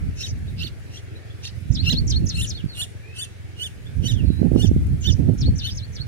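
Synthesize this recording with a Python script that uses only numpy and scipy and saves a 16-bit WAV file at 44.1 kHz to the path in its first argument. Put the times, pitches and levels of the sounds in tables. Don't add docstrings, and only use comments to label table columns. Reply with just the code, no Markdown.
import sys
import numpy as np
from scipy import signal
from scipy.fft import rfft, irfft, next_fast_len
from scipy.io import wavfile
from scipy.ndimage import uniform_filter1d, map_coordinates

SR = 44100
rng = np.random.default_rng(int(sys.argv[2]) if len(sys.argv) > 2 else 0)


def bounce(signal):
    frames = np.transpose(np.atleast_2d(signal))
    limited = np.clip(frames, -1, 1)
    pcm = np.round(limited * 32767).astype(np.int16)
    wavfile.write(sys.argv[1], SR, pcm)


N = 267951

# frequency in Hz, relative level in dB.
FIBRE_SPECTRUM = [(2000, -18), (6000, -4.5), (9500, 4), (13000, -3.5), (16000, -9)]


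def amp(db):
    return 10 ** (np.asarray(db) / 20)


def unit(x):
    return x / np.sqrt(np.mean(np.abs(x) ** 2) + 1e-20)


def step(x):
    return .5 + .5 * np.tanh(x / 2)


def along(points, hz):
    f, values = np.transpose(points)
    return np.interp(np.log(hz + 1), np.log(f + 1), values)


def wobble(rate, size):
    knots = rng.standard_normal(int(size * rate / SR) + 4)
    return map_coordinates(knots, [np.arange(size) * rate / SR])


def filtered(x, response):
    n = x.shape[-1]
    padded = next_fast_len(n + 4096)
    return irfft(rfft(x, padded) * response(np.fft.rfftfreq(padded, 1 / SR)), padded)[..., :n]


def noise(spectrum):
    return unit(filtered(rng.standard_normal(N), lambda hz: amp(along(spectrum, hz))))


def add(track, start, x):
    part = track[..., max(round(start * SR), 0):][..., :x.shape[-1]]
    part += x[..., :part.shape[-1]]


def tone(hz, rough, width_hz):
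    rough = np.clip(rough, 0, 1)
    smear = unit(wobble(width_hz, len(hz)) + 1j * wobble(width_hz, len(hz)))
    carrier = np.exp(2j * np.pi * np.cumsum(hz) / SR)
    return np.sqrt(2) * np.real((np.sqrt(1 - rough) + np.sqrt(rough) * smear) * carrier)


def gust_strength(breeze_db=-47, rise_s=0.024, fall_s=0.037, stir_db=-7, lead_s=0.15, trail_s=.22):
    # arrival and hold in seconds, left and right port levels in dB, extra small eddies in dB.
    gusts = [(0.0, 0.1, -24.5, -23.5, -0.5), (0.318, 0.34, -30, -26.5, 4), (1.719, .12, -30.5, -16, -14),
             (1.884, 0.4, -21.5, -17, 0), (2.357, 0.15, -26, -31.5, 0), (3.962, 0.16, -39, -20, 3.5),
             (4.126, .17, -27.5, -14, -7.5), (4.398, 0.29, -29.5, -15, 4.5), (4.727, 0.21, -17.5, -20, 1.5),
             (5.077, 0.038, -30, -12, -7.5), (5.2, 0.13, -29, -14.5, 6.5), (5.428, 0.098, -17, -17.5, 3.5),
             (6.003, 0.13, -34.5, -23.5, -3.5)]
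    t = np.arange(N) / SR
    power, eddies = np.full((2, N), amp(breeze_db) ** 2), np.zeros((2, N))
    for arrival, hold, left_db, right_db, eddy_db in gusts:
        early, late = np.maximum(arrival - t, 0), np.maximum(t - arrival - hold, 0)
        core = np.exp(-early / rise_s - late / fall_s)
        stir = amp(stir_db) * np.exp(-early / lead_s - late / trail_s)
        gust = np.outer(amp([left_db, right_db]), np.maximum(core, stir)) ** 2
        power += gust
        eddies += eddy_db * gust
    return 10 * np.log10(power), eddies / power


def wind(db, flutter_db, lumps_db=2):
    # frequency in Hz, relative level in dB.
    rumble_spectrum = [(15, -34), (34, -11), (55, -0.5), (88, 3.5), (120, -0.5), (190, -11.5), (280, -18),
                       (500, -43), (1000, -64), (2500, -110)]
    flutter_spectrum = [(60, -56), (150, 5), (260, 2), (400, -9.5), (600, -21.5), (850, -30), (1200, -61),
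                        (3000, -88)]
    rumble = unit(noise(rumble_spectrum) * amp(lumps_db * wobble(28, N)))
    flutter = unit(noise(flutter_spectrum) * amp(7.05 * wobble(45, N) + 1.2 * wobble(14, N)))
    return amp(db) * (rumble + flutter * amp(flutter_db + db + 15))


def rustle(strength_db, average_db=-62.5, db_per_wind_db=0.24, smooth_s=.5, right_db=-3, flicker_db=1.8):
    stirred_db = uniform_filter1d(strength_db.max(axis=0), int(smooth_s * SR))
    level_db = average_db + db_per_wind_db * (stirred_db - stirred_db.mean()) + flicker_db * wobble(60, N)
    return np.array([noise(FIBRE_SPECTRUM), amp(right_db) * noise(FIBRE_SPECTRUM)]) * amp(level_db)


def engine(level_db=-37, firing_hz=22.38, pipe_hz=96, width_hz=34, port_phase_rad=1.82):
    cycles = np.cumsum(firing_hz * (1 + 0.00695 * wobble(6.3, N))) / SR
    firings = np.diff(np.floor(cycles), prepend=0) * amp(2.7 * wobble(25, N))
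    pipe = lambda f: (1j * f * width_hz * 1.5 / (pipe_hz ** 2 - f * f + 1j * f * width_hz * 1.09)) ** 2
    ports = np.exp(1j * port_phase_rad * np.array([[0], [1]]))
    return unit(filtered(firings, lambda f: pipe(f) * ports)) * amp(level_db)


def air(level_db=-49, patchy_db=2):
    # frequency in Hz, relative level in dB.
    hush_spectrum = [(15, -1), (50, -7.5), (170, -1.5), (400, 1.5), (750, -9), (1050, -15.5), (1650, -7),
                     (2300, -8), (3200, -14.5), (5500, -19), (9500, -27), (15800, -40)]
    hush = signal.stft(np.array([noise(hush_spectrum), noise(hush_spectrum)]), nperseg=1024)[2]
    patches = uniform_filter1d(rng.standard_normal(hush.shape[1:]), size=6, axis=0)
    patches = uniform_filter1d(patches, size=7, axis=1)
    return amp(level_db) * signal.istft(hush * amp(patchy_db * unit(patches)), nperseg=1024)[1][:, :N]


def hisses():
    # start and length in seconds, first and last pitch in Hz, level in dB.
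    squeaks = [(0.15, 0.14, 6250, 6300, -46), (0.268, 0.053, 6770, 5230, -41.5),
               (0.575, 0.055, 4300, 3900, -37), (1.461, 0.05, 4900, 3800, -42),
               (4.116, 0.044, 6600, 5200, -48), (4.664, 0.025, 5920, 5750, -39.5),
               (5, 0.069, 6950, 5900, -44), (5.105, 0.038, 6020, 5500, -35),
               (5.69, 0.051, 4410, 5400, -39.5)]
    out = np.zeros(N)
    for start, length, first_hz, last_hz, db in squeaks:
        u = np.linspace(0, 1, int(length * SR))
        hiss = tone(first_hz + (last_hz - first_hz) * u, rough=0.6, width_hz=2400)
        add(out, start, amp(db) * np.sin(np.pi * u) * hiss)
    return out


def bush(x, leaves_db, tail_db, lag_s=.0001, scatter_t60=0.022, leaf_hz=5000):
    # frequency in Hz, seconds to fall by 60 dB.
    foliage_t60 = [(500, 0.1), (4000, 0.23), (12000, 0.43)]
    n = SR // 4
    hz, t, bands = signal.stft(rng.standard_normal((2, n)), SR, nperseg=256)
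    decay = amp(-60 * t / along(foliage_t60, hz)[:, None])
    tail = signal.istft(bands * decay, SR, nperseg=256)[1][:, :n]
    leaves = rng.standard_normal((2, n)) * amp(-60 * np.arange(n) / SR / scatter_t60)
    split = lambda f: np.arctan(amp(leaves_db) * f * f / (f * f + leaf_hz ** 2))
    pair = x * np.ones((2, 1))
    scattered = filtered(pair, lambda f: np.sin(split(f)))
    direct = filtered(pair, lambda f: np.cos(split(f)) * np.exp(1j * np.pi * lag_s * np.outer([1, -1], f)))
    out = signal.fftconvolve(scattered, unit(leaves) / np.sqrt(n), axes=1)
    out += signal.fftconvolve(pair, amp(tail_db) * unit(tail) / np.sqrt(n), axes=1)
    add(out, 0, direct)
    return out


def chirp_arch(phase, leap_at=0.0387, leap_width=0.0505, drop_at=.73, drop_width=0.0938, full_at=-0.46):
    creep = .12 * np.minimum(phase, 0)
    lift = creep + step((phase - leap_at) / leap_width) - 1.42 * step((phase - drop_at) / drop_width)
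    level_db = -17 * np.maximum(full_at - phase, 0) - 12 * np.maximum(phase, 0) ** 4
    edges = step((np.abs(phase) - 0.83) / leap_width)
    leap = np.exp(-((phase - leap_at) / (2 * leap_width)) ** 2)
    return lift, level_db, -2.5 + 22.5 * edges + 15.5 * leap


def begging(halfway_db=-10, rasp_db=6, jitter=0.0107, flicker_db=2.5):
    # time of the leap, hold and fall in seconds, held and top pitch in Hz,
    # source level, shrillness and gape in dB, roughness from 0 to 1.
    chirps = [(0.227, 0.032, 0.053, 2793, 3865, -33, 6.5, -0.5, 0.42),
              (0.634, 0.036, 0.052, 2867, 4510, -30.5, -9.5, -5.5, 0.42),
              (0.97, 0.047, 0.034, 2797, 3510, -43.5, 3, 1, 0.9),
              (1.452, 0.016, 0.032, 2546, 4425, -33.5, 5, 1.5, 0.56),
              (1.898, 0.038, 0.043, 2828, 4085, -21, -3, -7.5, 0.11),
              (2.415, 0.046, 0.048, 2785, 3700, -29, -6, 9, 0.23),
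              (2.815, 0.039, 0.034, 2927, 3616, -29, -5.5, 10.5, 0.22),
              (3.211, 0.036, 0.043, 2992, 3580, -30.5, -1.5, 8, 0.08),
              (3.633, 0.035, .046, 2994, 3606, -29.5, -4, 5, 0.05),
              (4.075, 0.027, 0.053, 3036, 3755, -29, 0.5, 1, 0.21),
              (4.62, 0.035, .05, 2948, 3607, -29.5, 1, -3, 0.08),
              (5.07, 0.023, 0.043, 3032, 3606, -26.5, 4, -6.5, 0.09),
              (5.669, 0.031, 0.04, 3066, 3670, -28.5, 0.5, -8, 0.25)]
    # frequency in Hz, gain in dB.
    throat_gain = [(900, -50), (1400, -17.5), (1850, -12), (2300, -17.5), (2750, -0.5), (4450, -2.5),
                   (5000, -9), (5900, -8), (7200, -16.5), (8000, -22.5), (9000, -19), (9700, -27),
                   (10600, -24.5), (12000, -28), (15500, -35)]
    # frequency in Hz, left minus right in dB.
    gape_balance = [(2000, -0.5), (6000, -4), (7500, 1.5), (9000, 10.5), (15000, 11)]
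    out = np.zeros((2, N))
    for leap_s, hold, fall, held_hz, top_hz, db, shrill_db, gape_db, rough in chirps:
        t = np.arange(-2 * hold, 2 * fall, 1 / SR)
        lift, level_db, harsh_db = chirp_arch(np.where(t < 0, t / hold, t / fall))
        pitch = (held_hz + (top_hz - held_hz) * lift) * (1 + jitter * wobble(254.5, len(t)))
        harsh = np.clip(rough * amp(harsh_db), 0, 1)
        source = amp(rasp_db) * harsh * rng.standard_normal(len(t))
        for k in range(1, 12):
            line_db = halfway_db * (k % 2) * min(1, (3 / k) ** 2)
            line_db += flicker_db * min(1, k / 5) * wobble(91.4, len(t))
            source += amp(line_db) * tone(k * pitch / 2, harsh * k / 3, width_hz=800) * (k * pitch < SR)
        effort = lambda hz: shrill_db * np.exp(-((hz - 5800) / 1000) ** 2)
        gape = lambda hz: gape_db * np.exp(-((hz - 9200) / 2700) ** 4)
        throat = lambda hz: amp(along(throat_gain, hz) + effort(hz) + gape(hz))
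        voice = filtered(source * amp(db + level_db), throat)
        add(out, leap_s - 2 * hold, bush(voice, leaves_db=6.5, tail_db=-15, leaf_hz=4760))
    return filtered(out, lambda hz: amp(np.outer([.5, -.5], along(gape_balance, hz))))


def songbirds():
    # start and length in seconds, first, middle and last pitch in Hz, relative level in dB.
    whistles = [(2.547, 0.077, 4300, 3340, 2510, -42.5), (2.672, 0.091, 4560, 4190, 3240, -44),
                (3.02, 0.27, 2297, 2650, 2640, -44.5), (4.106, .13, 3880, 3160, 2310, -42.5),
                (4.252, 0.17, 4510, 3914, 4340, -50.5), (0.469, 0.032, 3160, 3900, 3400, -49.5),
                (1.148, 0.037, 3580, 4010, 3800, -50), (1.297, 0.028, 3070, 3490, 2920, -48),
                (3.853, 0.031, 2840, 3520, 3250, -48)]
    out = np.zeros(N)
    for start, length, *pitches, db in whistles:
        u = np.linspace(0, 1, int(length * SR))
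        hz = np.polyval(np.polyfit([0, .5, 1], pitches, 2), u)
        swell = np.sqrt(np.abs(np.sin(np.pi * u)))
        add(out, start, amp(db) * swell * tone(hz, rough=0.13, width_hz=170))
    return out


def nest_ticks(life_s=.004, right_db=-8):
    # time in seconds, relative peak level in dB.
    ticks = [(1.585, -51), (2.1, -43), (2.125, -45), (2.257, -42), (2.497, -40), (4.553, -45), (4.87, -45),
             (5.2, -47), (5.345, -48), (5.58, -51), (5.76, -46.5)]
    t = np.arange(N) / SR
    envelope = sum(amp(db - 2.5) * np.exp(-np.abs(t - at) / life_s) for at, db in ticks)
    return np.array([noise(FIBRE_SPECTRUM), amp(right_db) * noise(FIBRE_SPECTRUM)]) * envelope


def thumps(cutoff_hz=950):
    # time in seconds, pitch in Hz, approximate peak level in dB.
    eddies = [(1.708, 87, -2), (2.643, 158, -11), (2.662, 119, -11.5), (4.304, 173, -2.5), (4.418, 188, -2),
              (4.431, 365, -10.5), (4.518, 280, -5.5), (4.562, 265, -0.5), (4.715, 235, -5),
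              (4.764, 203, -4), (5.298, 245, -4.5)]
    out, t = np.zeros(N), np.arange(-SR // 20, SR // 20) / SR
    for at, hz, db in eddies:
        u = np.pi * hz * t
        swing = np.sin(2 * u) / (1 + u * u)
        add(out, at + t[0], amp(db + 3) * swing * np.hanning(len(t)))
    return filtered(out, lambda hz: 1 / (1 + (hz / cutoff_hz) ** 8))


def swoop_shape(t):
    # time from the top and half length in seconds, relative level in dB, roughness from 0 to 1.
    notes = [(-.015, .009, -10, 0.53), (0.017, 0.017, -0.5, 0.62), (0.042, .014, -4.5, .7),
             (.069, 0.015, 5.5, 0)]
    at, half_length, db, rough = np.transpose(notes)
    power = amp(db) ** 2 * np.exp(-2 * ((t[:, None] - at) / half_length) ** 2) + 1e-12
    total = power.sum(axis=1)
    return 10 * np.log10(total), power @ rough / total


def swoops(overtone_db=-38, skirt_db=-15):
    # time of the second sweep's top in seconds, pitch ratio, level and closing-note gain in dB.
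    calls = [(1.736, 1.01, -30, -1.5), (1.913, 1.017, -28.5, -2.5), (2.094, 1, -21, -10),
             (2.285, 0.98, -24.5, -14.5), (2.49, 1.014, -25.5, -17), (5.399, 1.01, -31, -3.5),
             (5.577, 1, -31.5, -4), (5.766, 1, -33, -10), (5.945, 1.01, -37, -1.5)]
    # time from that top in seconds, pitch in Hz.
    contour = [(-.028, 7170), (-.009, 5400), (.0, 6890), (.022, 4375), (.037, 3450), (.069, 4340),
               (.079, 4423), (.1, 4080)]
    out, t = np.zeros((2, N)), np.arange(contour[0][0], contour[-1][0], 1 / SR)
    hz = np.interp(t, *np.transpose(contour))
    level_db, rough = swoop_shape(t)
    for top_s, ratio, db, close_db in calls:
        pitch = ratio * hz * (1 + 0.0133 * wobble(87.3, len(t)))
        core = tone(pitch, rough, width_hz=1400)
        skirt = amp(skirt_db) * rough * tone(pitch, rough=1.0, width_hz=5800)
        overtone = amp(overtone_db) * tone(2 * pitch, rough, width_hz=1300)
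        voice = (core + skirt + overtone) * amp(db + level_db + close_db * np.clip(t / 0.051, 0, 1))
        add(out, top_s + t[0], bush(voice, leaves_db=14, tail_db=-16, scatter_t60=0.037))
    return out


def scene():
    near = begging() + swoops() + bush(hisses(), leaves_db=25, tail_db=-16)[:, :N] + nest_ticks()
    far = bush(songbirds(), leaves_db=7, tail_db=-2)[:, :N] * amp(-2.5)
    strength_db, eddy_db = gust_strength()
    left = wind(strength_db[0], flutter_db=eddy_db[0] - 25)
    right = wind(strength_db[1], flutter_db=eddy_db[1] - 9.5) + thumps()
    return near + far + np.array([left, right]) + rustle(strength_db) + engine() + air()


def record(dry):
    ceiling, top_hz = .95, 15830
    soft = dry / (1 + np.abs(dry / ceiling) ** 8) ** (1 / 8)
    return filtered(soft, lambda hz: hz < top_hz)


dry = scene()
out = record(dry)
bounce(out)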